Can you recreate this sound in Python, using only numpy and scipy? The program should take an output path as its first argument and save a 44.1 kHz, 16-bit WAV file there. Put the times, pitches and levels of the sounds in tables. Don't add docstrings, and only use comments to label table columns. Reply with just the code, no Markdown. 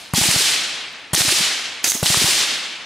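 import sys
import numpy as np
from scipy import signal
from scipy.io import wavfile
from scipy.ndimage import uniform_filter1d, minimum_filter1d

SR = 44100
rng = np.random.default_rng(int(sys.argv[2]) if len(sys.argv) > 2 else 0)


def wrap_up_sound(samples):
    columns = np.atleast_2d(samples).T
    tamed = np.clip(columns, -1, 1)
    steps = np.round(tamed * 32767).astype(np.int16)
    wavfile.write(sys.argv[1], SR, steps)


def elevation(decibels):
    levels = np.asarray(decibels, float)
    return 10 ** (levels / 20)


N = 125685
STEP = 32
EDGES = 40 * 2 ** np.arange(0, 8.8, .25)
KNOCK_T = np.arange(4000) / SR
LEFT_RIGHT = np.array([[1], [-1]])


def at_hz(points, hz):
    known_hz, value = np.transpose(points)
    return np.interp(np.log(hz), np.log(known_hz), value)


def rms_one(x):
    return x / np.sqrt(np.mean(x ** 2) + 1e-20)


def drift(rate_hz):
    r = np.exp(-2 * np.pi * rate_hz * STEP / SR)
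    noise = rng.standard_normal(N // STEP + 501)
    return rms_one(signal.lfilter([1], [1, -2 * r, r * r], noise)[500:])


def follow(curve, size):
    t = np.arange(N // size + 1) * size / SR
    return elevation(np.interp(t, *np.transpose(curve), left=-120, right=-120))


def swells(times, level_db, delay, rise, t60):
    t = np.arange(N // STEP + 1) * STEP / SR
    age = np.maximum(t - np.array(times)[:, None] - delay, 0)
    decay = elevation(np.array(level_db)[:, None] - 60 * age / t60)
    return np.sqrt(np.sum((decay * (1 - np.exp(-age / rise))) ** 2, axis=0))


def band_power(spectrum, envelope, patchy_db):
    hz, together = np.sqrt(EDGES[1:] * EDGES[:-1]), drift(24)
    colour = elevation(2 * at_hz(spectrum, hz))
    colour = colour / np.sum(colour * np.diff(EDGES) * 4 / SR)
    bands = []
    for c, f in zip(colour, hz):
        flicker = elevation(patchy_db * (0.87 * together + drift(19.0)))
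        bands.append(c * (flicker * envelope(f)) ** 2)
    return np.array(bands)


# (frequency [Hz], likeness [0 to 1])
LIKENESS = [(60, 0.97), (180, 1), (550, 0.89), (1650, 0.84), (2800, 0.88), (4970, 0.8), (9000, 0.9),
            (14000, 0.46)]
# (frequency [Hz], level [dB])
LEAN = [(60, -1), (240, 0.5), (950, 1), (3770, 0.5), (9000, -1), (15000, 0)]


def banded(power):
    out = 0
    white = rng.standard_normal((2, 2, N + SR // 4))
    for k, (low, high) in enumerate(zip(EDGES, EDGES[1:])):
        band = signal.butter(3, [low, high], "band", fs=SR, output="sos")
        mid, side = signal.sosfilt(band, white[k % 2])[:, -N:]
        hz = np.sqrt(low * high)
        alike = np.clip(at_hz(LIKENESS, hz), 0, 1)
        pair = np.sqrt(1 + alike) * mid + np.sqrt(1 - alike) * side * LEFT_RIGHT
        gain = np.interp(np.arange(N) / STEP, np.arange(power.shape[1]), np.sqrt(power[k]))
        out = out + gain * pair * elevation(at_hz(LEAN, hz) / 2 * LEFT_RIGHT)
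    return out


def add(out, s, sound, left_db):
    i = int(s * SR)
    if i >= 0:
        out[:, i:i + len(sound.T)] += (sound * elevation(LEFT_RIGHT / 2 * left_db))[:, :N - i]


# (frequency [Hz], level [dB per Hz])
AIR = [(18, -30), (40, -2), (150, -3.5), (300, 0.5), (440, -4.5), (800, 2), (3870, -8.5), (9000, -17),
       (16000, -44)]


def air():
    return band_power(AIR, lambda hz: elevation(-48.5), 0.94)


# (time [s], level [dB])
CRINKLE = [(1.8385, -60), (1.843, -17.5), (1.856, -20.5), (1.882, -22), (1.895, -40), (1.912, -33),
           (1.925, -35), (1.95, -32), (1.98, -34), (2.07, -43)]
# (frequency [Hz], level [dB per Hz])
TARP = [(180, -38), (300, -10), (1060, -11), (2300, -8.5), (3300, -6), (6300, -5), (10500, -16),
        (16000, -22)]


def tarp():
    shape = follow(CRINKLE, size=STEP)
    return band_power(TARP, lambda hz: shape, 1.8)


# (time [s], level [dB])
SLIDE = [(1.8385, -57), (1.844, -20), (1.85, -16.5), (1.858, -22), (1.88, -19), (1.912, -16.5),
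         (1.917, -29), (1.95, -24.5), (1.98, -32), (2.025, -36.5), (2.07, -53)]
# (frequency [Hz], width [Hz], level [dB])
BRASS = [(6500, 540, 6), (10500, 690, -7.5), (8140, 4600, 5.5), (13000, 2500, -25), (4000, 1100, -10)]


def brass():
    clicks_per_s, side_db, left_db = 11000, -13, -4
    struck = rng.random((2, N)) < clicks_per_s / SR
    clicks = struck * rng.standard_normal((2, N)) + 1e-18
    ring = 0
    for hz, width, db in BRASS:
        mode = signal.iirpeak(hz, hz / width, fs=SR)
        ring = ring + elevation(db) * rms_one(signal.lfilter(*mode, clicks))
    mid, side = ring
    pair = mid + elevation(side_db) * side * LEFT_RIGHT
    return follow(SLIDE, size=1)[:N] * pair * elevation(LEFT_RIGHT / 2 * left_db - 10.5)


# (time [s], peak level [dB], centre [Hz], t60 [s])
TICKS = [(0.136, -16, 9000, 0.015), (.138, -19, 2470, 0.0067), (.158, -9.5, 4760, 0.048),
         (.313, -5, 7000, 0.029), (.397, -14, 4000, .015), (1.317, -12, 3030, .012),
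         (1.3258, -4, 3800, 0.0065), (.145, -11, 4500, 0.083), (1.132, -16, 8800, 0.014),
         (1.134, -23, 15000, 0.027), (1.1675, -5, 4170, 0.022), (2.0292, -13, 9000, .03),
         (2.036, -10, 4570, 0.12), (2.042, -16, 9000, .04), (2.065, -2.5, 4000, 0.045),
         (.161, -10, 8000, .012), (0.171, -14, 4500, 0.0047), (.2415, -10, 7500, 0.0089),
         (.3105, -17, 5000, .006), (.9268, -44, 12500, .02), (1.0011, -57, 12000, .015),
         (1.0201, -56, 12500, .015), (2.143, -6, 1380, 0.01), (1.2932, -8.5, 2270, 0.013),
         (1.162, -2, 4000, 0.01), (1.1499, 0, 7500, .012), (1.154, -5, 6900, .015),
         (1.832, -32, 12000, 0.016), (1.8395, -19, 11000, .006), (1.8385, -32, 5000, .006),
         (1.877, -17, 10500, .02), (1.171, -10, 2180, .012), (1.8408, -22, 2900, 0.0062),
         (1.842, -4.5, 7200, 0.035), (1.8479, -18, 6500, 0.024), (1.844, -11, 2640, 0.056),
         (1.861, -12.5, 2000, 0.027), (1.876, -15, 3000, 0.012), (1.9201, -15, 2460, 0.0072),
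         (1.9193, -13, 4600, 0.0083), (1.918, -10, 8000, 0.016), (1.919, -16, 13000, 0.011),
         (2.0525, -18, 4500, .006), (2.059, -12, 3500, 0.0051), (2.5, -34, 12500, .012),
         (2.52, -32, 11500, .02)]


def ticks():
    out, t = np.zeros((2, N)), KNOCK_T
    for s, db, hz, t60 in TICKS:
        noise = rng.standard_normal(len(t))
        band = signal.butter(2, [hz * 0.66, min(hz * 1.22, .45 * SR)], "band", fs=SR, output="sos")
        burst = signal.sosfilt(band, noise * elevation(-60 * t / t60))
        add(out, s, elevation(db) * burst / np.abs(burst).max(), 0)
    return out


# (time [s], peak level [dB], pitch [Hz], t60 [s], side angle [rad]: 0 centre, 1.5 opposite in the two sides)
THUDS = [(0.177, -9, 236, 0.039, .05), (.181, -26.5, 356, 0.021, -0.25), (0.237, -11, 278, 0.011, 1.3),
         (0.253, -18, 330, 0.04, -0.32), (.310, -17, 312, 0.011, 0.75), (0.341, -18, 258, 0.023, -0.4),
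         (0.403, -21.5, 400, 0.036, -0.23), (1.148, -20, 300, 0.022, 1), (1.174, -17.5, 330, 0.038, -.2),
         (1.216, -15, 272, 0.012, -0.68), (1.248, -15, 300, 0.018, -.2), (1.321, -15.5, 356, 0.045, -0.2),
         (1.401, -20.5, 183, 0.032, -0.14), (1.84, -25.5, 266, 0.024, -0.06), (1.875, -38, 276, .03, 0),
         (1.949, -21, 253, 0.022, -0.049), (2.069, -22, 330, 0.02, -0.39),
         (2.145, -19.5, 247, 0.023, 0.067), (2.219, -14, 240, 0.015, 0), (1.861, -34.5, 120, 0.045, 0),
         (1.9495, -31, 700, 0.014, 0), (2.142, -18, 383, 0.031, -0.31), (2.212, -20, 367, 0.04, -0.2),
         (2.282, -19, 376, 0.03, -0.24), (2.521, -36, 252, 0.035, 0)]


def thuds():
    out, t, rise_cycles = np.zeros((2, N)), KNOCK_T, 0.54
    for s, db, hz, t60, side in THUDS:
        shape = elevation(-60 * t / t60) * (1 - np.exp(-t * hz / rise_cycles)) ** 2
        tone = np.sin(2 * np.pi * hz * t) + 0.43 * np.sin(2 * np.pi * 1.534 * hz * t)
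        placed = tone * (np.cos(side) + np.sin(side) * LEFT_RIGHT)
        add(out, s, elevation(db - 2.0) * shape / shape.max() * placed, 0)
    return out


# (time [s], peak level [dB])
SLAMS = [
    (0.239, -7),
    (0.3124, -1.5),
    (1.1466, 2),
    (1.2183, 3),
    (1.2909, -4),
    (1.3945, -8),
    (1.9187, -6.5),
    (2.06, 1),
    (2.1398, -5),
]


def slams():
    out, length_s = np.zeros((2, N)), .00022
    ramp = 2 * KNOCK_T / length_s - 1
    for s, db in SLAMS:
        add(out, s, elevation(db) * (ramp + 0.35) * (ramp <= 1), 0)
    return out


# (time [s], pop level [dB], crack level [dB], action level [dB])
ROUNDS = [(-.33, -12, -24.5, -20), (0.1359, -7, -11, -21), (0.212, -9.5, -14, -20),
          (0.2859, -9.5, -13, -22), (.3595, -9.5, -15, -26.5), (1.1327, -10, -10.5, -18.5),
          (1.2061, -13.5, -17.5, -22), (1.2796, -14, -14.5, -25), (2.0280, -5.5, -9, -20.5),
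          (2.1006, -7.5, -15, -37), (2.1704, -8.5, -14.5, -19), (2.2413, -9, -14, -23)]
# (frequency [Hz], level [dB per Hz])
ACTION = [(290, -40), (500, -19), (750, 4.5), (1640, -8), (1930, 0), (6610, -7.5), (8960, 3.5),
          (16000, -14)]


def action():
    s, _, _, db = np.transpose(ROUNDS)
    shape = swells(s, db, delay=0, rise=0.0022, t60=0.64)
    return band_power(ACTION, lambda hz: shape, 2.5)


# (frequency [Hz], level [dB per Hz])
ECHO = [(35, -41), (60, -15), (300, -16), (500, -16.5), (1000, -15.5), (2000, -6.5), (4400, -1), (8700, -4),
        (16000, -18)]
# (frequency [Hz], t60 [s])
ECHO_T60 = [(100, 0.89), (400, 1.72), (1000, 1.93), (3000, 1.686), (4500, 1.21), (6500, 0.97),
            (10000, 0.75), (12500, 0.56), (15500, 0.45)]


def echoes():
    s, _, db, _ = np.transpose(ROUNDS)

    def tail(hz):
        return swells(s, db, delay=0.02, rise=0.016, t60=at_hz(ECHO_T60, hz))

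    return band_power(ECHO, tail, 0.75)


# (frequency [Hz], level [dB], t60 [s])
POP = [(79, -4.5, 0.03), (122, -2, 0.046), (330, -10, 0.028), (424, -14.5, 0.024), (616, -11.5, 0.033),
       (745, -10, 0.024), (980, -15, 0.019), (1142, -14, 0.032), (1470, -9, 0.016)]


def pops():
    out, t = np.zeros((2, N)), KNOCK_T
    rise_s, spread_db, glide_per_s, left_db = .0011, 1.2, 16.6, 1
    lead_rad = 0.14 * LEFT_RIGHT
    for s, db, _, _ in ROUNDS:
        rings = 0
        for hz, mode_db, t60 in POP:
            luck = rng.normal()
            cycles = hz * t * (1 + glide_per_s * t) if hz < 200 else hz * t + luck
            decay = elevation(db + mode_db + spread_db * luck - 60 * t / t60)
            rings = rings + decay * np.sin(2 * np.pi * cycles + 0.52 + lead_rad)
        add(out, s, rings * (1 - np.exp(-t / rise_s)), left_db)
    return out


def scene():
    hiss = banded(air() + tarp() + action() + echoes())
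    return hiss + brass() + ticks() + thuds() + slams() + pops()


def low_pass(x):
    return signal.sosfilt(signal.butter(12, 17020, fs=SR, output="sos"), x)


def record(dry):
    limit_db, share, attack_s, release_db_per_s = -18, 0.8, 0.0022, 110
    low_cut_hz, top_cut_hz, look_ahead_s = 74, 16050, .003
    r = np.exp(-1 / (attack_s * SR))
    power = signal.lfilter([1 - r], [1, -r], np.mean(dry ** 2, axis=0))
    over = np.maximum(10 * np.log10(power + 1e-12) - limit_db, 0)
    ramp = release_db_per_s * np.arange(N) / SR
    held = np.maximum.accumulate(over + ramp) - ramp
    x = signal.sosfilt(signal.butter(2, low_cut_hz, "high", fs=SR, output="sos"), dry)
    x = x * elevation(-share * signal.lfilter([1 - r], [1, -r], held))
    ahead = 2 * int(look_ahead_s * SR) + 1
    room = np.minimum(1, 1 / (np.abs(x).max(axis=0) + 1e-9))
    duck = minimum_filter1d(room, ahead, origin=-(ahead // 4))
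    x = x * uniform_filter1d(duck, ahead // 2)
    rounded = 1.3 * np.tanh(x)
    mix = signal.sosfilt(signal.cheby2(16, 50, top_cut_hz, fs=SR, output="sos"), rounded)
    return low_pass(mix)


dry = scene()
out = record(dry)
wrap_up_sound(out)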